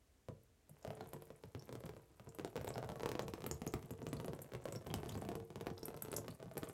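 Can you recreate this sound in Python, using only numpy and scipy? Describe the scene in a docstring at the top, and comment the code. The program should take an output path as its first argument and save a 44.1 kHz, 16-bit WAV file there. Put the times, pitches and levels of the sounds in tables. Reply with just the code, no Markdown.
"""A small workroom, one microphone close to a wet, stretched canvas under a perforated pan of thick paint.
First a lone drop falls: it slaps the paint film, dents the cloth and sets it booming like a slack drum.
Just before one second the paint starts to run, and fine threads patter and crackle between the drops.
From about two and a half seconds the drops land harder. Trapped air bubbles burst with tiny rising
chirps all along, loudest midway and again near the end."""
import sys
import numpy as np
from scipy import signal
from scipy.fft import rfft, irfft, next_fast_len
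from scipy.io import wavfile
from scipy.ndimage import uniform_filter1d

SR = 44100
rng = np.random.default_rng(int(sys.argv[2]) if len(sys.argv) > 2 else 0)


def store_pcm(level_fs):
    """Save levels as 16-bit WAV."""
    pcm = np.round(np.clip(level_fs, -1, 1) * 32767).astype(np.int16)
    wavfile.write(sys.argv[1], SR, np.atleast_2d(pcm).T)


N = 296793

# Room tone of the quiet workroom. Each row: frequency in Hz, relative level in dB.
ROOM_TONE = [(15, -45), (25, -13), (49, 9), (175, -7.5), (263, -4), (335, -7.5), (463, -10), (936, -19.5),
             (1650, -19.5), (4490, -24), (7110, -23), (16000, -31.5)]
# How long the room rings. Each row: frequency in Hz, seconds to fall 60 dB.
ROOM_DECAY = [(80, 1), (210, 0.39), (560, 0.36), (1500, 0.15), (4000, 0.2), (8000, 0.14), (14000, .16)]
# Colour of the room's reflections. Each row: frequency in Hz, relative level in dB.
ROOM_COLOUR = [(40, -12), (150, -10), (500, 2), (1000, 6), (2000, 7), (4000, 2), (8000, 7.5), (15000, 0)]
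# How much paint is coming down. Each row: time in seconds, relative patter and crackle levels in dB.
FLOW = [(0.0, -79, -74.5), (0.71, -63, -80), (1.03, -58, -74), (1.46, -73.5, -81.5), (1.78, -56.5, -74.5),
        (2.02, -64, -80), (2.3, -67.5, -81), (2.62, -50, -73), (3.2, -63, -75.5), (3.71, -61, -73),
        (4.63, -56, -75), (5.16, -52.5, -66), (5.42, -58, -81.5), (6.17, -55, -71), (6.49, -60, -77.5),
        (6.73, -48.5, -67)]
# Colour of the sticky crackle. Each row: frequency in Hz, gain in dB.
CRACKLE_COLOUR = [(300, 20), (900, 17), (1800, 6.5), (3000, -3), (5000, -8), (7500, -6.5), (10000, -7),
                  (12000, -4.5), (16000, -14)]
# The clearest bursting bubbles. Each row: start in seconds, final pitch in Hz, relative ring level in dB.
CLEAR_BUBBLES = [(.434, 13800, -66), (.694, 12900, -53), (.827, 7000, -59.5), (1.009, 4140, -56.5),
                 (1.072, 11800, -57), (1.134, 12400, -45), (1.221, 11600, -56.5), (1.594, 5800, -54),
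                 (1.622, 6000, -59), (1.856, 12400, -56), (2.29, 7300, -53.5), (2.348, 13200, -49.5),
                 (2.646, 14200, -49), (2.689, 8370, -45.5), (2.739, 5250, -50.5), (3.195, 11500, -55),
                 (3.221, 7460, -51), (3.465, 13100, -38.5), (3.512, 7230, -35.5), (3.665, 12000, -46.5),
                 (3.675, 6960, -41.5), (3.908, 12750, -48), (4.087, 8000, -52), (4.133, 11800, -47.5),
                 (4.168, 4700, -54.5), (4.259, 12240, -49), (4.418, 12300, -45.5), (4.421, 9130, -47.5),
                 (4.723, 8210, -46), (4.759, 5600, -47.5), (4.901, 3270, -51), (4.94, 11860, -46),
                 (5.091, 3420, -50), (5.094, 6750, -48), (5.123, 4400, -55), (5.142, 4850, -55),
                 (5.174, 8050, -53), (5.354, 12000, -48.5), (5.778, 5030, -50), (5.83, 5600, -46.5),
                 (5.855, 11900, -38), (5.965, 12900, -54), (6.022, 12800, -34.5), (6.116, 9100, -42),
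                 (6.143, 11100, -47), (6.164, 7000, -35.5), (6.167, 12000, -34.5), (6.186, 7000, -50),
                 (6.309, 4650, -55.5), (6.577, 13100, -37.5), (6.689, 9340, -47)]
# Colour of a tearing bubble film. Each row: frequency in Hz, gain in dB.
SPIT_COLOUR = [(1500, -3), (4000, -11.5), (6000, -6.5), (8000, 8), (10000, 2.5), (12000, 11), (14500, -2),
               (16000, -14)]
# Modes of the paint-laden canvas. Each row: frequency in Hz, relative level in dB, seconds to fall 60 dB.
CANVAS_MODES = [(48.4, -23, 0.24), (72.9, -11.5, 0.25), (92.4, -11.5, 0.34), (107, -1, 0.16),
                (124.9, -0.5, 0.17), (147.6, -1.5, 0.2), (170.7, 2, 0.089), (205, -3, 0.12),
                (249.6, -1.5, 0.088), (275, -11.5, 0.15), (339, -21, 0.39), (357.6, -3.5, 0.39),
                (436.7, 2.5, 0.24), (455, 1, 0.35), (489.3, -1, 0.15), (555, -11, 0.089),
                (636.5, -4.5, 0.12), (692.4, 2.5, 0.095), (776, -11, 0.085), (894, -9.5, 0.05),
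                (986, -7.5, 0.095), (1099, -19, 0.15)]
# A middling dent as the drips wander over the cloth. Each row: time in seconds, pitch in Hz.
DENT_PITCH = [(.3, 499), (.85, 568), (1.2, 500), (1.55, 400), (2.66, 465), (2.79, 699), (2.9, 614),
              (3.08, 433), (3.6, 353), (4.6, 418), (5.3, 349), (6.2, 461), (6.7, 423)]
# The big drops. Each row: start in seconds, then relative slap, dent and boom levels in dB.
BIG_DROPS = [(0.2849, -45.5, -45, -45.5), (0.6934, -75, -60.5, -55.5), (0.848, -40.5, -44.5, -58),
             (0.875, -42.5, -52, -45), (0.904, -40, -44.5, -53), (0.9321, -55, -52, -56),
             (1.0072, -46, -43.5, -52.5), (1.0392, -56, -57, -61), (1.1322, -43.5, -47, -50),
             (1.1638, -57, -47.5, -56.5), (1.2216, -47, -52.5, -81), (1.3032, -51.5, -48.5, -56.5),
             (1.4364, -44, -51, -53), (1.5486, -39, -46, -46.5), (1.6912, -44.5, -48.5, -53),
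             (1.7256, -39.5, -48, -51), (1.7526, -39.5, -47, -51), (1.805, -51, -52, -64),
             (1.8372, -46, -48.5, -47), (1.8631, -42.5, -53, -67), (1.8918, -44.5, -47, -55),
             (1.9651, -51, -53, -60), (2.1962, -46, -58, -56), (2.271, -69, -43.5, -52.5),
             (2.3474, -59, -56.5, -64), (2.3857, -40, -45, -58), (2.3954, -37.5, -43.5, -53),
             (2.4468, -33, -40.5, -54), (2.5562, -40, -40, -52), (2.5643, -32.5, -48, -48),
             (2.5756, -44, -42, -51), (2.604, -51, -53, -53), (2.6446, -43, -45, -53),
             (2.6768, -35, -39.5, -50), (2.704, -39, -41, -49), (2.7565, -45, -41.5, -45),
             (2.7794, -33.5, -41, -52), (2.827, -47, -38.5, -50.5), (2.8444, -44, -55, -55),
             (2.8898, -37.5, -44.5, -48), (2.9568, -44.5, -44.5, -51), (2.9964, -42, -46, -68),
             (3.0061, -41, -43, -54), (3.0323, -34.5, -37.5, -49), (3.0583, -31, -34, -62),
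             (3.0897, -31, -44.5, -50), (3.1157, -29.5, -42.5, -48), (3.1521, -35, -38.5, -55),
             (3.1929, -27, -38.5, -46.5), (3.2314, -58, -41, -48), (3.2809, -33, -46, -47.5),
             (3.3361, -34, -42, -58), (3.3793, -54, -46.5, -54), (3.4051, -42.5, -59, -67),
             (3.4197, -38, -61, -51), (3.4407, -35, -44, -49), (3.4629, -33, -45, -46.5),
             (3.5114, -35.5, -41, -43.5), (3.6174, -36, -42, -51), (3.6665, -41.5, -37, -45),
             (3.7377, -28.5, -36, -41), (3.8265, -41.5, -58, -51), (3.9059, -42.5, -46.5, -45),
             (4.0176, -47, -44.5, -47.5), (4.0665, -35, -44, -45.5), (4.1293, -34, -40.5, -42.5),
             (4.1661, -45, -51, -48.5), (4.1994, -39.5, -43, -48), (4.2452, -39, -42, -51),
             (4.2809, -39.5, -42.5, -44.5), (4.3325, -41, -43, -46), (4.4165, -57, -51, -53),
             (4.5197, -46, -48.5, -58), (4.5349, -39.5, -47.5, -46), (4.5493, -37, -44.5, -47),
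             (4.6544, -38, -38.5, -54), (4.6853, -40.5, -44.5, -54), (4.7242, -41, -45.5, -48),
             (4.7563, -50, -47.5, -44.5), (4.8672, -41, -44.5, -47.5), (4.9012, -55, -46.5, -45),
             (4.9397, -22, -41.5, -40), (4.9846, -51, -44, -50), (5.0316, -42.5, -41.5, -54),
             (5.0593, -40, -46, -48), (5.0911, -42, -50, -48), (5.1212, -41, -71, -45),
             (5.1527, -42, -42, -42), (5.1771, -54, -43.5, -46), (5.22, -54, -37.5, -51),
             (5.2499, -43, -52, -43), (5.2882, -36.5, -39, -49), (5.3157, -48, -38.5, -49.5),
             (5.3531, -39, -42, -48), (5.4006, -46.5, -49.5, -49), (5.503, -46.5, -49.5, -55),
             (5.5572, -36.5, -46, -45.5), (5.6096, -37.5, -43, -50), (5.668, -35, -36.5, -49),
             (5.7017, -42.5, -46, -45), (5.83, -57, -41, -55), (5.8818, -37, -42, -55),
             (5.9424, -47, -46.5, -54), (5.9729, -42.5, -53, -59), (6.0204, -43, -60, -50.5),
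             (6.0489, -41, -50, -69), (6.115, -45, -50.5, -62), (6.128, -34, -43.5, -64),
             (6.1384, -36.5, -44, -49.5), (6.1823, -45, -41, -46.5), (6.2807, -35.5, -48, -47.5),
             (6.4264, -45, -47.5, -56.5), (6.4569, -50, -56, -49), (6.5695, -38, -40.5, -49),
             (6.5779, -37, -47, -65), (6.631, -33.5, -41.5, -67), (6.6965, -45, -46.5, -62)]

FLOW_START_S = .8  # paint begins to run steadily through the holes
BUBBLE_CYCLES = 17.85  # every bubble rings for about as many cycles, so small ones are brief
SPIT_DB, SPIT_AT_HZ, SPIT_DB_PER_OCTAVE = -6.5, 8000, 4.5  # before colouring; small bubbles spit more
FIZZ_HZ, FIZZ_OCTAVES = 13550, 1.16  # the smallest faint bubble, and how far down the others reach
FIZZ_DB, FIZZ_SPREAD_DB = 16, 7.5  # their ring over the crackle level, and its range
DROPLET_SLAP_DB, DROPLET_DENT_DB, DROPLET_BOOM_DB = 4.5, 2, -2  # small drops, over the patter level
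DROPLET_SPREAD_DB, SLAP_SPREAD_DB = 12, 10  # range of their sizes, and of how flat they land
MIDDLING_DENT_DB, DENT_DB_PER_OCTAVE = -43, 60.5  # a heavier drop dents wider and sounds lower
DROP_DELAY_S = .001  # every drop sounds this long after its listed start


def amp(db):
    """Decibels to gain."""
    return 10 ** (np.asarray(db) / 20)


def unit(x):
    """Scaled to rms 1."""
    return x / np.sqrt(np.mean(x ** 2) + 1e-20)


def along(points, hz):
    """(Hz, value) points read on a log axis."""
    f, v = np.transpose(points)
    return np.interp(np.log(hz + 1), np.log(f + 1), v)


def filtered(x, response):
    """x with its spectrum weighted by response(Hz)."""
    m = next_fast_len(N + SR // 2)
    return irfft(rfft(x, m) * response(np.fft.rfftfreq(m, 1 / SR)), m)[:N]


def place(times, sounds):
    """Sum of short sounds, one a row, each starting at its time."""
    index = np.round(np.reshape(times, (-1, 1)) * SR).astype(int) + np.arange(sounds.shape[1])
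    return np.bincount(np.maximum(index, 0).ravel(), sounds.ravel(), N)[:N]


def room_tone():
    """The workroom's faint, steady noise, mostly low rumble."""
    return amp(-73) * unit(filtered(rng.standard_normal(N), lambda f: amp(along(ROOM_TONE, f))))


def reflections(x, stretches=14):
    """The room's short answer changes as the drops move: each stretch of time has its own tail."""
    hz, t, noise = signal.stft(rng.standard_normal((stretches, SR // 2)), SR, nperseg=256)
    tail_db = along(ROOM_COLOUR, hz)[:, None] - 60 * t / along(ROOM_DECAY, hz)[:, None]
    tails = signal.istft(noise * amp(tail_db), SR, nperseg=256)[1]
    tails = tails * (1 - np.exp(-np.arange(tails.shape[1]) / SR / 0.00033))
    tails = tails / np.linalg.norm(tails, axis=1, keepdims=True)
    size = -(-N // stretches)
    pieces = np.pad(x, (0, stretches * size - N)).reshape(stretches, size)
    return place(np.arange(stretches) * size / SR, signal.fftconvolve(pieces, tails, axes=1))


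def flow_at(times):
    """Relative patter and crackle levels in dB at these times."""
    knots, patter_db, crackle_db = np.transpose(FLOW)
    return np.interp(times, knots, patter_db), np.interp(times, knots, crackle_db)


def trickle(chance):
    """Uneven times through the pour, one in each equal share of it."""
    return FLOW_START_S + (N / SR - FLOW_START_S) * (np.arange(len(chance)) + chance) / len(chance)


def plinks(hz, cycles):
    """Tiny wet cavities, one a row, each ringing for a few cycles as its pitch lifts."""
    turns = hz * np.arange(SR // 100) / SR
    age = turns / cycles
    return np.sin(2 * np.pi * turns * (1 + 0.14 * np.tanh(age))) * np.exp(-age) * (1 - np.exp(-4 * age))


def dent(hz, t60, phase):
    """The cloth gives way under a drop and swings back, dying quickly."""
    t = np.arange(SR // 40) / SR
    return -np.sin(2 * np.pi * hz * t + phase) * amp(-60 * t / t60) * (1 - np.exp(-t / .00006))


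def ring(modes, count, attack_s):
    """Canvas ringing of equal power for count drops; each landing spot weights the modes anew."""
    t = np.arange(SR // 3) / SR
    hz, db, t60 = np.transpose(modes)[:, :, None]
    swings = amp(db - 60 * t / t60) * np.exp(2j * np.pi * hz * t) * (1 - np.exp(-t / attack_s))
    rings = rng.standard_normal((count, 2 * len(modes))) @ np.vstack([swings.real, swings.imag])
    return rings / np.sqrt(np.mean(rings[:, :SR // 25] ** 2, axis=1, keepdims=True))


def threads():
    """Thin strands fold onto the wet canvas: soft little dents and a sticky crackle."""
    now = np.arange(N) / SR
    patter_db, crackle_db = flow_at(now)
    when, pitch, size = rng.random((420, 3)).T[:, :, None]
    times, size_db = when * N / SR, -14 * size
    patter = place(times, amp(size_db) * dent(300 * 2.8 ** pitch, t60=0.0068, phase=1.0))
    patter += place(times, amp(size_db - 22.5) * ring(CANVAS_MODES, len(times), attack_s=0.006))
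    when, pitch, size = rng.random((4200, 3)).T[:, :, None]
    snaps = amp(-30 * size) * plinks(2000 + 12000 * pitch, cycles=1.2) * (.25 + pitch)
    crackle = filtered(place(when * N / SR, snaps), lambda f: amp(along(CRACKLE_COLOUR, f)))
    running = np.interp(now, [FLOW_START_S - .15, FLOW_START_S], [.2, 1])  # faint until the paint runs
    return running * (amp(patter_db - 8.5) * unit(patter) + amp(crackle_db + 1.5) * unit(crackle))


def bursting(faint_count):
    """Faint bubbles that follow the crackle, plus the clear ones; rows as in CLEAR_BUBBLES."""
    when, pitch, size = rng.random((faint_count, 3)).T
    times = trickle(when)
    hz = FIZZ_HZ / 2 ** (FIZZ_OCTAVES * pitch ** 2)
    ring_db = flow_at(times)[1] + FIZZ_DB + FIZZ_SPREAD_DB * (size - .5)
    return np.vstack([np.transpose([times, hz, ring_db]), CLEAR_BUBBLES])


def bubbles(bursts):
    """As a bubble's film tears it spits, and its cavity rings with a quickly, unevenly rising pitch."""
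    start, hz, ring_db = bursts.T[:, :, None]
    t = np.arange(SR // 40) / SR
    age = t * hz / BUBBLE_CYCLES
    ragged = unit(uniform_filter1d(rng.standard_normal(age.shape), size=12, axis=1))
    pitch = hz * (1 - 0.66 * np.exp(-age / 0.207)) * (1 + 0.092 * ragged)
    swell = (2 * age) ** 2 * np.exp(2 - 4 * age)
    chirps = place(start, amp(ring_db + 1) * swell * np.sin(2 * np.pi * np.cumsum(pitch, axis=1) / SR))
    spit_db = ring_db + SPIT_DB + SPIT_DB_PER_OCTAVE * np.log2(hz / SPIT_AT_HZ)
    tear = amp(-60 * t / 0.015) * (1 - np.exp(-t / 0.00076))
    spits = place(start + 0.00044, amp(spit_db) * tear * rng.standard_normal(age.shape))
    return chirps + filtered(spits, lambda f: amp(along(SPIT_COLOUR, f)))


def falling(small_count):
    """Small drops that grow with the flow, plus the big ones, each given a dent pitch."""
    when, size, flat = rng.random((small_count, 3)).T
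    times = trickle(when)
    size_db = flow_at(times)[0] + DROPLET_SPREAD_DB * (size - .5)
    flat_db = SLAP_SPREAD_DB * (flat - .5)
    small = np.transpose([times, size_db + DROPLET_SLAP_DB + flat_db,
                          size_db + DROPLET_DENT_DB, size_db + DROPLET_BOOM_DB])
    start, slap_db, dent_db, boom_db = np.vstack([small, BIG_DROPS]).T
    octaves = (MIDDLING_DENT_DB - dent_db) / DENT_DB_PER_OCTAVE
    scatter = np.exp(0.141 * rng.standard_normal(len(start)))
    dent_hz = np.interp(start, *np.transpose(DENT_PITCH)) * 2 ** octaves * scatter
    return np.transpose([start + DROP_DELAY_S, slap_db, dent_hz, dent_db, boom_db])


def slaps(drops):
    """Drops hit the paint film: a pressure spike, a splash with its own colour, then flung droplets."""
    start, slap_db = drops.T[:2, :, None]
    t = np.arange(SR // 30) / SR
    lead_s = .00015
    width_s = .00004 * np.exp(rng.uniform(-.6, .7, start.shape))
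    out = place(start - lead_s, amp(slap_db) * np.exp(-((t - lead_s) / width_s) ** 2))
    spray_db = -24 + 11 * rng.random(start.shape)
    spray = amp(-60 * t / .018) * rng.standard_normal((len(start), len(t)))
    out += place(start, amp(slap_db + spray_db) * spray)
    for centre_hz, db in [(1000, -13), (2200, -13), (5000, -19)]:
        hz = centre_hz * np.exp(0.23 * rng.standard_normal(start.shape))
        out -= place(start, amp(slap_db + db) * plinks(hz, cycles=1.3))
    for _ in range(8):  # flung droplets: the later, the fainter
        late, pitch, size = rng.random((len(start), 3)).T[:, :, None]
        droplets = amp(slap_db - 19.5 - 4.7 * size - 29 * late) * plinks(1000 * 10 ** pitch, cycles=1.7)
        out += place(start + .002 + .07 * late ** 2, droplets)
    return out


def canvas_drum(drops):
    """Each drop dents the cloth; the wave comes back from the frame and the whole canvas rings."""
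    start, slap_db, hz, dent_db, boom_db = drops.T[:, :, None]
    push = amp(0.24 * slap_db + 0.83 * dent_db + 10.5)
    overtone = amp(-19.5) * dent(1.947 * hz, t60=0.052, phase=1.0)
    dents = place(start, push * (dent(hz, t60=0.019, phase=0.43) + overtone))
    # the wet cloth carries short waves fastest, so the rebound falls in pitch
    t = np.arange(SR // 16) / SR
    age = t / (0.0104 * np.exp(0.16 * rng.standard_normal(start.shape)))
    pitch = (135 + 0.919 * hz * np.exp(-age / 1.192)) * np.exp(0.095 * rng.standard_normal(start.shape))
    swell = amp(0.4 * dent_db + 0.79 * boom_db + 2) * (age * np.exp(1 - age)) ** 3
    rebounds = place(start, swell * np.sin(2 * np.pi * np.cumsum(pitch, axis=1) / SR))
    # the slow, wide modes take longer to build up than the small ones
    wide = [mode for mode in CANVAS_MODES if mode[0] < 260]
    small = [mode for mode in CANVAS_MODES if mode[0] >= 260]
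    boom = place(start, amp(boom_db - 4.5) * ring(wide, len(start), attack_s=0.0083))
    tone = place(start, amp(dent_db - 15) * ring(small, len(start), attack_s=0.00044))
    return dents + rebounds + boom + tone


def scene():
    """Paint on the canvas close to the microphone, the workroom behind it, in mono."""
    drops = falling(small_count=90)
    close = slaps(drops) + canvas_drum(drops) + threads() + bubbles(bursting(faint_count=46))
    return (close + reflections(amp(-7.5) * close) + room_tone())[None]


def record(dry):
    """The microphone thins the deepest bass and keeps nothing above its band limit."""
    low_cut_hz, top_hz = 38, 16200
    thinned = signal.sosfilt(signal.butter(3, low_cut_hz, "high", fs=SR, output="sos"), dry[0])
    return filtered(thinned, lambda f: 1 / np.sqrt(1 + (f / top_hz) ** 200))[None]


dry = scene()
out = record(dry)
store_pcm(out)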